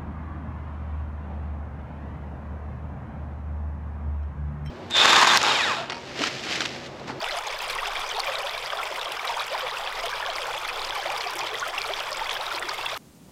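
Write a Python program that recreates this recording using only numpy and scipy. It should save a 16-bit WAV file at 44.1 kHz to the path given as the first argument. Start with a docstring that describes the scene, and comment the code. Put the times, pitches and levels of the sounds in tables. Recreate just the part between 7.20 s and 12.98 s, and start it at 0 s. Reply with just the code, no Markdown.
"""A sluice box in a river, the microphone close to the running water. From the start, air pockets folded
in behind the riffles gurgle, small bubbles pinch off and plink, and spray ticks on the surface, over the
wash of farther water, a faint drone of the box and a low rumble. The sheet of water slaps down on a
riffle now and then, hardest at 0.5, 3.5 and 5.1 s. Towards the end the deep gulps and the rumble grow."""
import sys
import numpy as np
from scipy import signal
from scipy.fft import rfft, irfft, next_fast_len
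from scipy.io import wavfile
from scipy.ndimage import map_coordinates

SR = 44100
rng = np.random.default_rng(int(sys.argv[2]) if len(sys.argv) > 2 else 0)


def unload_wav(signal):
    """Save mono or channel-first audio to the path in sys.argv[1] as 16-bit WAV at rate SR, clipped to [-1, 1]."""
    wavfile.write(
        sys.argv[1],
        SR,
        np.round(np.clip(np.atleast_2d(signal).T, -1, 1) * 32767).astype(np.int16),
    )


N = 254765

# the loudest air pockets, close behind the riffle:
# (time of peak [s], pitch [Hz], level [dB], glide [octaves per swell time])
LOUD_GURGLES = [(0.128, 610, -30.5, -0.11), (0.173, 680, -29, 0.078), (0.273, 840, -27, -0.097),
                (0.561, 1090, -25.5, -0.21), (0.630, 1140, -25, .15), (0.683, 870, -27, -0.16),
                (0.950, 416, -34.5, 0.0096), (0.987, 732, -24, .32), (1.090, 561, -26.5, -0.074),
                (1.192, 556, -31, 0.13), (1.249, 556, -29, 0.026), (1.549, 630, -31, 0.28),
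                (1.600, 1324, -27, 0.088), (2.098, 933, -26, 0.047), (2.110, 755, -29.5, 0.23),
                (2.172, 943, -25, 0.43), (2.209, 1255, -24.5, .45), (2.323, 545, -27.5, 0.24),
                (2.351, 947, -22.5, -0.18), (2.423, 1130, -29, -0.0044), (2.438, 524, -30.5, -0.086),
                (2.526, 1200, -27.5, .05), (3.003, 1024, -31.5, -.03), (3.092, 706, -26.5, -0.14),
                (3.236, 475, -36, -0.026), (3.763, 1155, -23, -0.17), (3.897, 807, -25, .28),
                (4.232, 860, -28, .22), (4.336, 442, -32.5, 0.15), (4.420, 1076, -24.5, 0.12),
                (4.464, 1294, -27.5, 0.064), (4.651, 1350, -29.5, -0.12), (4.700, 597, -29.5, 0.27),
                (4.715, 399, -32.5, .02), (5.016, 857, -23, 0.13), (5.223, 1265, -28, 0.13),
                (5.317, 1430, -24.5, -0.084), (5.517, 1240, -26, -0.0045)]
# the loudest close bubbles, low plops to high ticks: (time [s], pitch [Hz], level [dB], ring time [ms])
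LOUD_PLINKS = [(0.0437, 2900, -10, 0.63), (0.552, 9590, -18, .2), (0.5854, 1970, -21.5, 8),
               (0.6578, 2700, -12.5, 0.84), (0.7694, 3450, -20, 2.7), (1.0024, 4500, -11, 1.2),
               (1.0695, 2490, -19.5, 2.6), (1.1551, 3980, -17, 1.9), (1.2951, 3830, -16, 1),
               (1.531, 1245, -21.5, 6), (1.533, 629, -24, 13), (1.8139, 3720, -19, 1.7),
               (2.0795, 3420, -13.5, 0.68), (2.6743, 3320, -16.5, 1.3), (2.838, 700, -22, 11.5),
               (2.8825, 3500, -20.5, 1.4), (3.0262, 1780, -20, 3.8), (3.0633, 3280, -15, 1.1),
               (3.1616, 4800, -19, 1.4), (3.1833, 2150, -18, 2.9), (3.287, 905, -23.5, 7.7),
               (3.489, 2610, -20.5, 4), (3.649, 5100, -17, 1.1), (3.7072, 3340, -15, 1.2),
               (4.063, 746, -24, 8.2), (4.1563, 10900, -18.5, .2), (4.4267, 1460, -21.5, 17),
               (4.5797, 2800, -15, 3.4), (4.6177, 4600, -9, 0.37), (4.7371, 3380, -14, 1.7),
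               (4.9288, 4770, -12, 0.29), (4.9946, 1980, -16.5, 1.4), (5.0941, 2580, -18, 1.6),
               (5.1654, 1680, -19, 3.3), (5.3965, 8550, -16, 0.23), (5.494, 4540, -15, .85),
               (5.6638, 3520, -17.5, 3.7)]
# the sheet of water slaps down on the riffle: (time [s], lift of the splashing [dB])
RIFFLE_SLAPS = [(0.504, 10.5), (0.71, 0), (1.185, 3.5), (2.09, 5.5), (3.506, 13.5), (4.01, 3), (4.49, 1),
                (4.585, 7), (5.108, 12), (5.39, 2.5), (5.489, 8), (5.67, -3)]

# how each layer rises and falls: (time [s], level [dB])
CHURN_LEVELS = [(0, -33), (.48, -39.5), (.65, -36), (1.2, -35), (1.42, -40.5), (1.62, -33.5), (1.9, -38),
                (2.1, -36), (2.65, -37.5), (2.9, -35), (3.6, -37), (4.2, -35.5), (4.87, -38.5),
                (5.05, -36.5), (5.78, -37)]  # water tumbling behind the riffles
SPLASH_LEVELS = [(0, -35.5), (.4, -38.5), (.9, -36.3), (1.8, -39), (2.2, -37), (2.55, -38), (2.8, -36),
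                 (3.2, -38.5), (4.05, -37), (4.27, -33.5), (4.55, -38.5), (5.78, -38)]  # the sheet of water falling back on itself
GULP_LEVELS = [(0, -62), (1, -56), (1.36, -76), (1.7, -48), (2.1, -56.5), (2.6, -63), (4.1, -50),
               (5.1, -57.5), (5.44, -44), (5.78, -59)]  # the largest pockets collapsing
THROB_LEVELS = [(0, -51), (.6, -45), (1.6, -56), (2.45, -57), (2.8, -48), (3.3, -56), (3.6, -47.5),
                (4.2, -58), (5, -48), (5.78, -55)]  # the slow throb of the current

# tone of each layer at the microphone: (frequency [Hz], relative level [dB])
CHURN_SPECTRUM = [(200, -41.5), (310, -26.5), (400, -6), (560, 0), (850, 1), (1200, -1), (1700, -6),
                  (2600, -23.5), (5000, -50)]  # large air pockets
SPLASH_SPECTRUM = [(300, -56), (900, -6), (1700, -6), (2350, 2.5), (2850, -3.5), (3400, 2), (4100, -8),
                   (5000, -5.5), (6500, -18), (9000, -23.5), (15000, -58)]  # small bubbles
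SPRAY_SPECTRUM = [(1500, -48), (4000, 6.5), (6500, 1), (9000, -0.5), (11000, -4.5), (13500, -4.5),
                  (15800, -10)]  # the tiniest bubbles
WASH_SPECTRUM = [(150, -13), (270, -16.5), (400, -9.5), (600, -1), (1100, 7), (1700, -2), (3400, -2),
                 (4200, -12.5), (5200, -12), (6600, -20.5), (10000, -24), (13500, -25.5), (15800, -32)]  # farther water
THROB_SPECTRUM = [(6, -27.5), (13, -7), (19, -4.5), (25, -9), (35, -21.5), (48, -32), (70, -33), (150, -59)]  # the current, at the bottom edge of hearing
RUMBLE_SPECTRUM = [(40, -8), (68, -5), (95, 4), (115, -2.5), (150, -10), (250, -8), (600, -21)]  # the bass of the flow


def gurgles():
    """Close air pockets swell and glide, a few loud among many softer; the loud ones shed fragments."""
    peak_s, hz, db, glide = np.transpose(LOUD_GURGLES)
    swell_s = 8 / hz  # eight of its own cycles, so large pockets last longer
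    loud = np.column_stack([peak_s - swell_s, hz, db, 1000 * swell_s, glide])
    soft = strays(count=75, pitch_hz=1357, spread_octaves=.55, life_cycles=7.5,
                  level_db=-31.5, scatter_db=3.5, glide=.12, glide_spread=0.203)
    pockets = bubbles(np.vstack([loud, soft]), swelling, pitch_age=0.95)
    return pockets + bubbles(fragments(loud), struck, pitch_age=0.36)


def fragments(pockets, count=2, gap_s=.02, rise_octaves=0.409, loss_db=6):
    """Rows of the smaller pockets that each one breaks into, in turn later, higher and softer."""
    s, hz, db, life_ms, glide = np.transpose(pockets)[:, :, None]
    late, small = np.arange(1, count + 1) + 0.32 * rng.standard_normal((2, len(pockets), count))
    shrink = 2 ** (rise_octaves * small)
    columns = s + gap_s * late, hz * shrink, db - loss_db * small, life_ms / shrink, glide / shrink
    return np.column_stack([column.ravel() for column in columns])


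def plinks(glide=-0.051):
    """Small bubbles close to the microphone pinch off with a tick and a short ring."""
    loud = np.column_stack([LOUD_PLINKS, np.full(len(LOUD_PLINKS), glide)])
    soft = strays(count=110, pitch_hz=3304, spread_octaves=0.545, life_cycles=6.65,
                  level_db=-21.5, scatter_db=3.0, glide=glide, glide_spread=0.08)
    return bubbles(np.vstack([loud, soft]), struck)


def churn():
    """Many large air pockets tumble behind the riffles; some swell slowly, others plop at once."""
    swell_rows = crowd(count=1700, low_hz=335.2, high_hz=2416, life_cycles=4.44,
                       spread_db=3.0, glide=0.14, glide_spread=0.12)
    plop_rows = crowd(count=1200, low_hz=393.4, high_hz=2072, life_cycles=6.54,
                      spread_db=1.0, glide=0.013, glide_spread=0.087)
    swells = unit(bubbles(swell_rows, swelling, pitch_age=0.96))
    plops = unit(bubbles(plop_rows, struck))
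    return coloured(swells + amp(-3) * plops, CHURN_SPECTRUM)


def splash(splashes):
    """Small bubbles break off where the sheet of water falls back on itself."""
    rows = crowd(count=7500, low_hz=1070, high_hz=8140, life_cycles=6.7,
                 spread_db=1.5, glide=-0.038, glide_spread=0.078)
    return coloured(bubbles(rows, struck) * splashes, SPLASH_SPECTRUM)


def slaps(half_length_s=0.011):
    """How far the slaps on the riffle lift the splashing, in dB over time."""
    s, lift_db = np.transpose(RIFFLE_SLAPS)
    from_slap_s = np.arange(N) / SR - s[:, None]
    return lift_db @ np.exp(-(from_slap_s / half_length_s) ** 2)


def spray(splashes):
    """The tiniest bubbles fizz in clusters, each with a brief pitch of its own."""
    rows = crowd(count=7000, low_hz=4770, high_hz=15200, life_cycles=2.7,
                 spread_db=4.5, glide=0, glide_spread=0.052)
    clusters = splashes * bursts(count=1300, fade_ms=4.9, spread_db=1.0) * amp(2.7 * wobble(100))
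    return coloured(bubbles(rows, struck) * clusters, SPRAY_SPECTRUM)


def gulps():
    """The largest pockets collapse with low gulps."""
    rows = crowd(count=520, low_hz=327, high_hz=436, life_cycles=3.34,
                 spread_db=3.0, glide=0.072, glide_spread=0.055)
    return unit(bubbles(rows, swelling, pitch_age=1))


def box_echoes(x, t60_s, wet_db, size=2048):
    """The close walls smear each bubble by milliseconds; the moving water keeps changing the echoes."""
    pieces = np.pad(x, (0, -N % size)).reshape(-1, size)
    t = np.arange(size) / SR
    tails = rng.standard_normal(pieces.shape) * amp(-60 * t / t60_s) * (t > .001)
    tails /= np.linalg.norm(tails, axis=1, keepdims=True)
    echoes = signal.fftconvolve(pieces, tails, axes=1)
    where = size * np.arange(len(pieces))[:, None] + np.arange(echoes.shape[1])
    return x + amp(wet_db) * np.bincount(where.ravel(), echoes.ravel())[:N]


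def river(drone_hz=122, drone_width_hz=9, rumble_rise_db_per_s=1.82):
    """Farther water merges into a wash; the flow throbs, rumbles and makes the box drone faintly."""
    rumble_db = -65 + rumble_rise_db_per_s * np.arange(N) / SR
    wash = amp(-38 + 1.85 * wobble(30)) * coloured(rng.standard_normal(N), WASH_SPECTRUM)
    throb = amp(curve(THROB_LEVELS)) * coloured(rng.standard_normal(N), THROB_SPECTRUM)
    rumble = amp(rumble_db) * coloured(rng.standard_normal(N), RUMBLE_SPECTRUM)
    drone = filtered(rng.standard_normal(N),
                     lambda hz: 1 / (1 + (2 * (hz - drone_hz) / drone_width_hz) ** 2))
    return wash + throb + rumble + amp(-66) * unit(drone)


def bubbles(rows, shape, pitch_age=0):
    """A gliding sine per row: (time [s], pitch [Hz], level [dB], life [ms], glide [octaves per life])."""
    s, hz, db, life_ms, glide = np.transpose(rows)
    life_s = np.maximum(life_ms, .1) / 1000
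    lengths = (7 * life_s * SR).astype(int)
    first = np.cumsum(lengths) - lengths
    owner = np.repeat(np.arange(len(s)), lengths)  # the bubble each sample belongs to
    step = np.arange(len(owner)) - first[owner]
    age = step / (SR * life_s[owner])  # in lives; the row's pitch is reached at pitch_age
    pitch = hz[owner] * 2 ** (glide[owner] * (np.minimum(age, 3) - pitch_age))
    cycles = np.cumsum(np.minimum(pitch, SR / 2)) / SR
    cycles = cycles - cycles[first][owner]
    wave = amp(db)[owner] * shape(age, cycles) * np.sin(2 * np.pi * cycles)
    start = np.abs(s * SR).astype(int)
    return np.bincount(start[owner] + step, wave, N)[:N]


def swelling(age, cycles):
    """An air pocket's note grows while it closes, peaks at age 1 and fades."""
    return (age * np.exp(1 - age)) ** 2


def struck(age, cycles):
    """A bubble that pinches off is at full size within a cycle, then dies away."""
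    return np.exp(-age) * (1 - np.exp(-4 * cycles))


def strays(count, pitch_hz, spread_octaves, life_cycles, level_db, scatter_db, glide, glide_spread):
    """Rows of single close bubbles, loosely spaced in time; the longer one rings, the lower its peak."""
    slip, strength = rng.random((count, 2)).T
    height, ring, bend = np.clip(rng.standard_normal((count, 3)).T, -2, 2)
    hz = pitch_hz * 2 ** (spread_octaves * height)
    stretch = np.exp(.35 * ring)
    db = level_db + scatter_db * (2 * strength - 1) - 10 * np.log10(stretch)
    life_ms = 1000 * life_cycles * stretch / hz
    s = (np.arange(count) + 2 * slip) % count / count * N / SR
    return np.column_stack([s, hz, db, life_ms, glide + glide_spread * bend])


def crowd(count, low_hz, high_hz, life_cycles, spread_db, glide, glide_spread):
    """Rows of random bubbles: small ones are higher and shorter, and a few stand out from the rest."""
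    when, height, rank = rng.random((count, 3)).T
    ring, bend = rng.standard_normal((count, 2)).T
    hz = low_hz * (high_hz / low_hz) ** height
    cycles = life_cycles * np.exp(.4 * ring)
    # equal power per Hz over the whole crowd, with an exponential spread of levels
    db = 20 * np.log10(hz / low_hz / np.sqrt(cycles)) - spread_db * np.log(rank + .02)
    life_ms = 1000 * cycles / hz
    return np.column_stack([when * N / SR, hz, db, life_ms, glide + glide_spread * bend])


def bursts(count, fade_ms, spread_db):
    """Envelope of little splashes: each starts at once and dies away."""
    when, rank = rng.random((count, 2)).T
    peaks = amp(-spread_db * np.log(rank + .03))
    power = np.bincount((when * N).astype(int), peaks ** 2, N)
    decay = np.exp(-1000 / (fade_ms * SR))
    return unit(np.sqrt(signal.lfilter([1], [1, -decay], power)))


def amp(db):
    """Decibels to gain."""
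    return 10 ** (np.asarray(db) / 20)


def unit(x):
    """x at rms 1."""
    return x / np.sqrt(np.mean(x ** 2) + 1e-20)


def curve(rows):
    """A level for every sample from (time [s], level [dB]) rows."""
    s, db = np.transpose(rows)
    return np.interp(np.arange(N) / SR, s, db)


def wobble(per_s):
    """A smooth random curve with per_s knots a second."""
    return map_coordinates(rng.standard_normal(2048), [np.arange(N) * per_s / SR], mode="wrap")


def filtered(x, response):
    """x times a response of frequency."""
    size = next_fast_len(N + SR // 2)
    return irfft(rfft(x, size) * response(np.fft.rfftfreq(size, 1 / SR)), size)[:N]


def coloured(x, spectrum, size=8192):
    """x through a causal filter with the given (frequency [Hz], level [dB]) points, at rms 1."""
    hz, db = np.transpose(spectrum)
    gain = amp(np.interp(np.log(np.fft.rfftfreq(size, 1 / SR) + 1), np.log(hz), db))
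    cepstrum = irfft(np.log(gain))
    cepstrum[1:size // 2] *= 2  # minimum phase: nothing rings ahead of a bubble
    cepstrum[size // 2 + 1:] = 0
    impulse = irfft(np.exp(rfft(cepstrum)))
    return unit(signal.fftconvolve(x, impulse)[:N])


def scene():
    """Close bubbles in the box, river behind; surges move churn, splash and spray, eddies the gulps."""
    slap_db = slaps()
    surge, eddy = wobble(per_s=36), wobble(per_s=9)
    splashes = bursts(count=1500, fade_ms=4.2, spread_db=-1.5)
    gulping = amp(curve(GULP_LEVELS) - 1 + 2 * eddy) * gulps()
    churning = amp(curve(CHURN_LEVELS) + 1.34 * surge) * churn()
    splashing = amp(curve(SPLASH_LEVELS) + slap_db + 0.58 * surge) * splash(splashes)
    fizz = amp(-49.5 + 0.58 * slap_db + 0.51 * surge) * spray(splashes)
    # close bubbles radiate next to nothing below the note of the largest pocket
    low_cut = signal.butter(3, 320, "highpass", fs=SR, output="sos")
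    close = signal.sosfilt(low_cut, gurgles() + plinks())
    sluice = close + gulping + churning + splashing + fizz
    return box_echoes(sluice, t60_s=0.026, wet_db=-13.5) + river()


def record(dry):
    """The microphone chain keeps nothing above its band limit."""
    return filtered(dry, lambda hz: hz < 15850)


dry = scene()
out = record(dry)
unload_wav(out)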